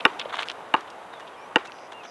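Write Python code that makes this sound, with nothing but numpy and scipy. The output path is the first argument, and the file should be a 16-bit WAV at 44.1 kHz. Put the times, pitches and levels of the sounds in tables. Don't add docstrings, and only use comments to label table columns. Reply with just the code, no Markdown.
import sys
import numpy as np
from scipy import signal
from scipy.io import wavfile

SR = 44100
rng = np.random.default_rng(int(sys.argv[2]) if len(sys.argv) > 2 else 0)


def makeup_ratio(level_db):
    decades = np.asarray(level_db, float) / 20
    return 10 ** decades


def transcribe(signal):
    frames = np.atleast_2d(signal).T
    limited = np.clip(frames, -1, 1)
    pcm = np.round(limited * 32767).astype(np.int16)
    wavfile.write(sys.argv[1], SR, pcm)


N = 92610

# (frequency [Hz], density [dB per Hz])
AIR_SPECTRUM = [(40, -15), (195, -12.5), (376, -4), (913, 1), (1870, -12), (3300, -18.5), (4300, -28.5),
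                (11500, -35.5)]
# (time [s], level [dB])
AIR_LEVEL = [(0, -38.5), (0.501, -41.5), (.9, -42.5), (1.5, -43), (2.1, -43.5)]
# (time [s], length [s], start [Hz], end [Hz], level [dB])
WHISTLES = [(0.907, 0.044, 2790, 2760, -56), (1.125, .03, 4120, 3890, -60), (1.128, .03, 3750, 3710, -55),
            (1.162, 0.029, 3520, 3400, -57), (1.203, 0.029, 2950, 2800, -52.5),
            (1.332, .022, 3320, 3240, -59), (1.375, 0.033, 2400, 2400, -56), (1.411, .035, 2360, 2335, -56),
            (1.38, .095, 5100, 6100, -70), (1.376, .095, 5100, 6160, -70),
            (1.676, 0.018, 2660, 2640, -46.5), (1.929, 0.081, 2830, 2766, -51),
            (1.998, 0.026, 2625, 2550, -50.5)]
# (time [s], length [s], level [dB], throb rate [1/s])
BUZZES = [
    (1.702, 0.18, -60.5, 110),
    (2.034, .09, -53.5, 129),
]
# (time [s], length [s], level [dB], low weight [dB], high weight [dB])
SCUFFS = [(0.001, 0.012, -34, -23, -15), (0.133, 0.0067, -42, -12, -3), (0.191, 0.015, -31.5, -8, -0.5),
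          (0.2, 0.025, -33, -5, -35), (0.25, 0.012, -40, -8, -16), (0.287, 0.025, -44, 6.5, -15),
          (0.323, 0.019, -40, 9.5, -0.5), (0.34, 0.0055, -27, 0.5, -24), (0.345, 0.019, -35.5, -5.5, -0.5),
          (0.365, 0.019, -37.5, 5, 1), (0.387, 0.0093, -24, -1.5, -13), (0.395, 0.045, -37, 2, 0),
          (0.449, 0.038, -53.5, 9, 9), (0.495, 0.018, -35, -2, -3), (.515, 0.0077, -36.5, -1, 3),
          (0.805, 0.0082, -47.5, -21, 11), (0.87, 0.018, -49, 0, -6), (0.901, 0.0069, -42, -29, 13.5),
          (1.134, 0.0097, -50.5, 14.5, -26), (1.194, 0.021, -54, 9, 8.5), (1.267, 0.021, -47.5, -10, -4),
          (1.648, 0.017, -44, 3, 4), (1.667, 0.013, -51, -4, 12), (1.917, 0.02, -49, 5, 4),
          (2.031, .035, -48.5, 1.5, -1)]
# (time [s], peak [dB], ring [Hz])
SNAPS = [(0.1968, -18, 3250), (0.2552, -24, 560), (.3415, -17.5, 1040), (0.39, -17.5, 926),
         (0.4855, -18, 2970), (.4995, -19, 3200), (0.515, -27.5, 3300), (0.431, -19, 2550),
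         (.44, -31.5, 2630), (.606, -32, 870), (0.9021, -50, 4860), (1.696, -34, 1300), (1.72, -29.5, 2800),
         (1.787, -38, 2700), (2.053, -32, 1400)]
# (time [s], level [dB], wall echo [dB], near echo [dB], yard tail [dB])
BOUNCES = [
    (.052, -2, -14.5, -5.5, -34),
    (.7395, -8, -9, -2.5, -32),
    (1.5585, -6.5, -13, -2, -34.5),
]
# (frequency [Hz], onset lag [ms], swell time [ms])
BALL_MODES = [(300, 1.0, 2.8), (490, 2.0, 2.6), (880, 1.0, 2.1), (1150, 2.4, 1.7), (1500, -.6, 1.8),
              (1800, -.2, 1.8), (2350, -.8, 1.7), (2820, -.6, 2.0), (3650, -1.0, 1.8), (5150, -.8, 1.5),
              (6250, -.6, 1.1), (7750, .6, 1.4), (10000, -.1, .7), (400, 8, 9)]
# (first bounce [dB], second bounce [dB], third bounce [dB])
MODE_STRIKES = [(-12.5, -10.5, -9), (-12, -15.5, -10), (-6, -1.5, -5.5), (-3.5, -1, -14.5),
                (-3.5, -8.5, -4), (-5.5, -9, -3.5), (-8, -10.5, -8), (-4, -4.5, -1), (-13.5, -19, -14),
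                (-25, -33, -26), (-45, -29, -24), (-33, -43, -27.5), (-31.5, -40, -38), (-19, -24.5, -17)]
# (frequency [Hz], density [dB per Hz])
YARD_SPECTRUM = [(150, -32), (316, -3.5), (607, -12), (967, 5.5), (2700, -6.5), (3400, -11), (4300, -20),
                 (11500, -50)]


def rms_one(x):
    return x / np.sqrt(np.mean(x ** 2) + 1e-20)


def band(x, low_hz, high_hz):
    edges_hz = [low_hz, min(high_hz, SR * .45)]
    return signal.sosfilt(signal.butter(2, edges_hz, "band", fs=SR, output="sos"), x)


def drift(rate_hz):
    knots = rng.standard_normal(300)
    return np.interp(np.arange(N) / SR * rate_hz, np.arange(len(knots)), knots)


def coloured(spectrum, patchy_db):
    hz, db = np.transpose(spectrum)
    edges_hz = 30 * 2 ** np.arange(0, 9, 1 / 3)
    white = rng.standard_normal((2, N))
    together = drift(9)
    out = np.zeros(N)
    for k, (low, high) in enumerate(zip(edges_hz, edges_hz[1:])):
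        centre = np.log(low * high) / 2
        level_db = np.interp(centre, np.log(hz), db, left=db[0] - 13, right=db[-1] - 20)
        flicker_db = patchy_db * (.5 * together + drift(25))
        out += makeup_ratio(level_db + flicker_db) * band(white[k % 2], low, high)
    return rms_one(out)


def window(start_s, length_s, edge_s):
    t = np.arange(N) / SR - start_s
    return np.clip(np.minimum(t, length_s - t) / edge_s + .5, 0, 1) ** 2


def swell(age_s, rise_s):
    return (age_s / rise_s * np.exp(1 - age_s / rise_s)) ** 3


def air():
    s, db = np.transpose(AIR_LEVEL)
    level_db = np.interp(np.arange(N) / SR, s, db)
    return makeup_ratio(level_db) * coloured(AIR_SPECTRUM, patchy_db=0.7)


def whistles():
    t, out = np.arange(N) / SR, np.zeros(N)
    for s, length_s, start_hz, end_hz, db in WHISTLES:
        hz = np.interp(t, [s, s + length_s], [start_hz, end_hz]) + 22 * drift(110)
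        tone = np.sqrt(2) * np.sin(2 * np.pi * np.cumsum(hz) / SR)
        out += makeup_ratio(db + 1.5 * drift(60)) * window(s, length_s, 0.0059) * tone
    return out


def buzzes():
    rasp_hz, rasp_db, foot_hz, foot_lag_s = 5850, -4, 4980, .035
    t, out = np.arange(N) / SR, np.zeros(N)
    rasp = rms_one(band(rng.standard_normal(N), rasp_hz - 350, rasp_hz + 350))
    for s, length_s, db, rate_hz in BUZZES:
        throb = np.clip(np.sin(2 * np.pi * rate_hz * (t - s) + 2.2 * drift(50)), 0, 1)
        foot = 2 * throb * np.sin(2 * np.pi * foot_hz * t)
        foot = foot * window(s + foot_lag_s, length_s - foot_lag_s, .02)
        out += makeup_ratio(db) * (foot + makeup_ratio(rasp_db) * rasp * window(s, length_s, .015))
    return out


def scuffs():
    grains_per_s, spread_db = 1800, 5
    sizes = makeup_ratio(spread_db * np.minimum(rng.exponential(1, N), 3)) * rng.choice([-1, 1], N)
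    grit = sizes * (rng.random(N) < grains_per_s / SR) + 0.089 * rng.standard_normal(N)
    low = rms_one(band(grit, 700, 1800))
    mid = rms_one(band(rms_one(band(grit, 2300, 3700)), 1800, 4200))
    high = makeup_ratio(-13) * rms_one(band(grit, 4000, 6600))
    high = high - makeup_ratio(-32) * rms_one(band(grit, 7000, 12000))
    out = np.zeros(N)
    for s, length_s, db, low_db, high_db in SCUFFS:
        mix = makeup_ratio(low_db) * low + mid + makeup_ratio(high_db) * high
        out += makeup_ratio(db) * window(s, length_s, 0.0092) * mix
    return out


def snaps():
    rise_cycles, overtone_ratio, overtone_db, tick_db = 1.6, 1.65, -8, -23
    out = np.zeros(N)
    tick = rms_one(band(rng.standard_normal(N), 3500, 8500))
    for s, db, hz in SNAPS:
        age = np.clip(np.arange(N) / SR - s, 0, .1)
        ring = np.sin(2 * np.pi * hz * age)
        ring = ring + makeup_ratio(overtone_db) * np.sin(2 * np.pi * overtone_ratio * hz * age)
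        out += makeup_ratio(db) * swell(age, rise_cycles / hz) * (ring + makeup_ratio(tick_db) * hz / 3000 * tick)
    return out


def ball_hit(k, crack):
    crack_db, crack_s = -19.5, 0.0019
    s, db = BOUNCES[k][:2]
    t, hit = np.arange(N) / SR, np.zeros(N)
    for (hz, lag_ms, rise_ms), strikes_db in zip(BALL_MODES, MODE_STRIKES):
        age = np.clip(t - s - lag_ms / 1000, 0, .2)
        tone = np.sin(2 * np.pi * hz * age + rng.uniform(0, 2 * np.pi))
        hit += makeup_ratio(db + strikes_db[k]) * swell(age, rise_ms / 1000) * tone
    crack_age = np.clip(t - s + crack_s / 2, 0, .1)
    return hit + makeup_ratio(db + crack_db) * swell(crack_age, crack_s) * crack


def echo(hit, delay_s, db):
    return makeup_ratio(db) * np.roll(hit, int(delay_s * SR))


def ball():
    tail_lag_s, tail_rise_s, tail_t60_s = .022, .0015, .25
    t, out = np.arange(N) / SR, np.zeros(N)
    yard = coloured(YARD_SPECTRUM, patchy_db=1.0)
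    crack = band(rng.standard_normal(N), 1800, 4470)
    crack = rms_one(crack + 0.18 * band(rng.standard_normal(N), 5600, 7300))
    for k, (s, _, wall_db, near_db, tail_db) in enumerate(BOUNCES):
        hit = ball_hit(k, crack)
        out += hit
        out += echo(band(band(hit, 397, 1500), 167, 1950), .0045, near_db)
        out += echo(band(hit, 540, 4200), .009, wall_db)
        out += echo(band(band(hit, 350, 1700), 450, 2600), .0125, -13)
        age = t - s - tail_lag_s
        decay_db = -60 * np.clip(age, 0, 1) / tail_t60_s
        out += yard * makeup_ratio(tail_db + decay_db) * np.clip(age / tail_rise_s, 0, 1)
    return out


def scene():
    mid = air() + whistles() + buzzes() + scuffs() + snaps() + ball()
    side = makeup_ratio(-29) * band(np.roll(mid, 30), 740, 5400)
    return np.array([mid + side, mid - side])


def band_limit(x):
    return signal.sosfilt(signal.butter(12, 12300, fs=SR, output="sos"), x)


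def record(dry):
    top_cut_hz, overload, bass_cut_hz = 12000, 1.03, 100
    x = signal.sosfilt(signal.cheby2(18, 40, top_cut_hz, fs=SR, output="sos"), dry)
    x = np.clip(x, -overload, overload)
    x = signal.sosfilt(signal.butter(2, bass_cut_hz, "high", fs=SR, output="sos"), x)
    return band_limit(x)


dry = scene()
out = record(dry)
transcribe(out)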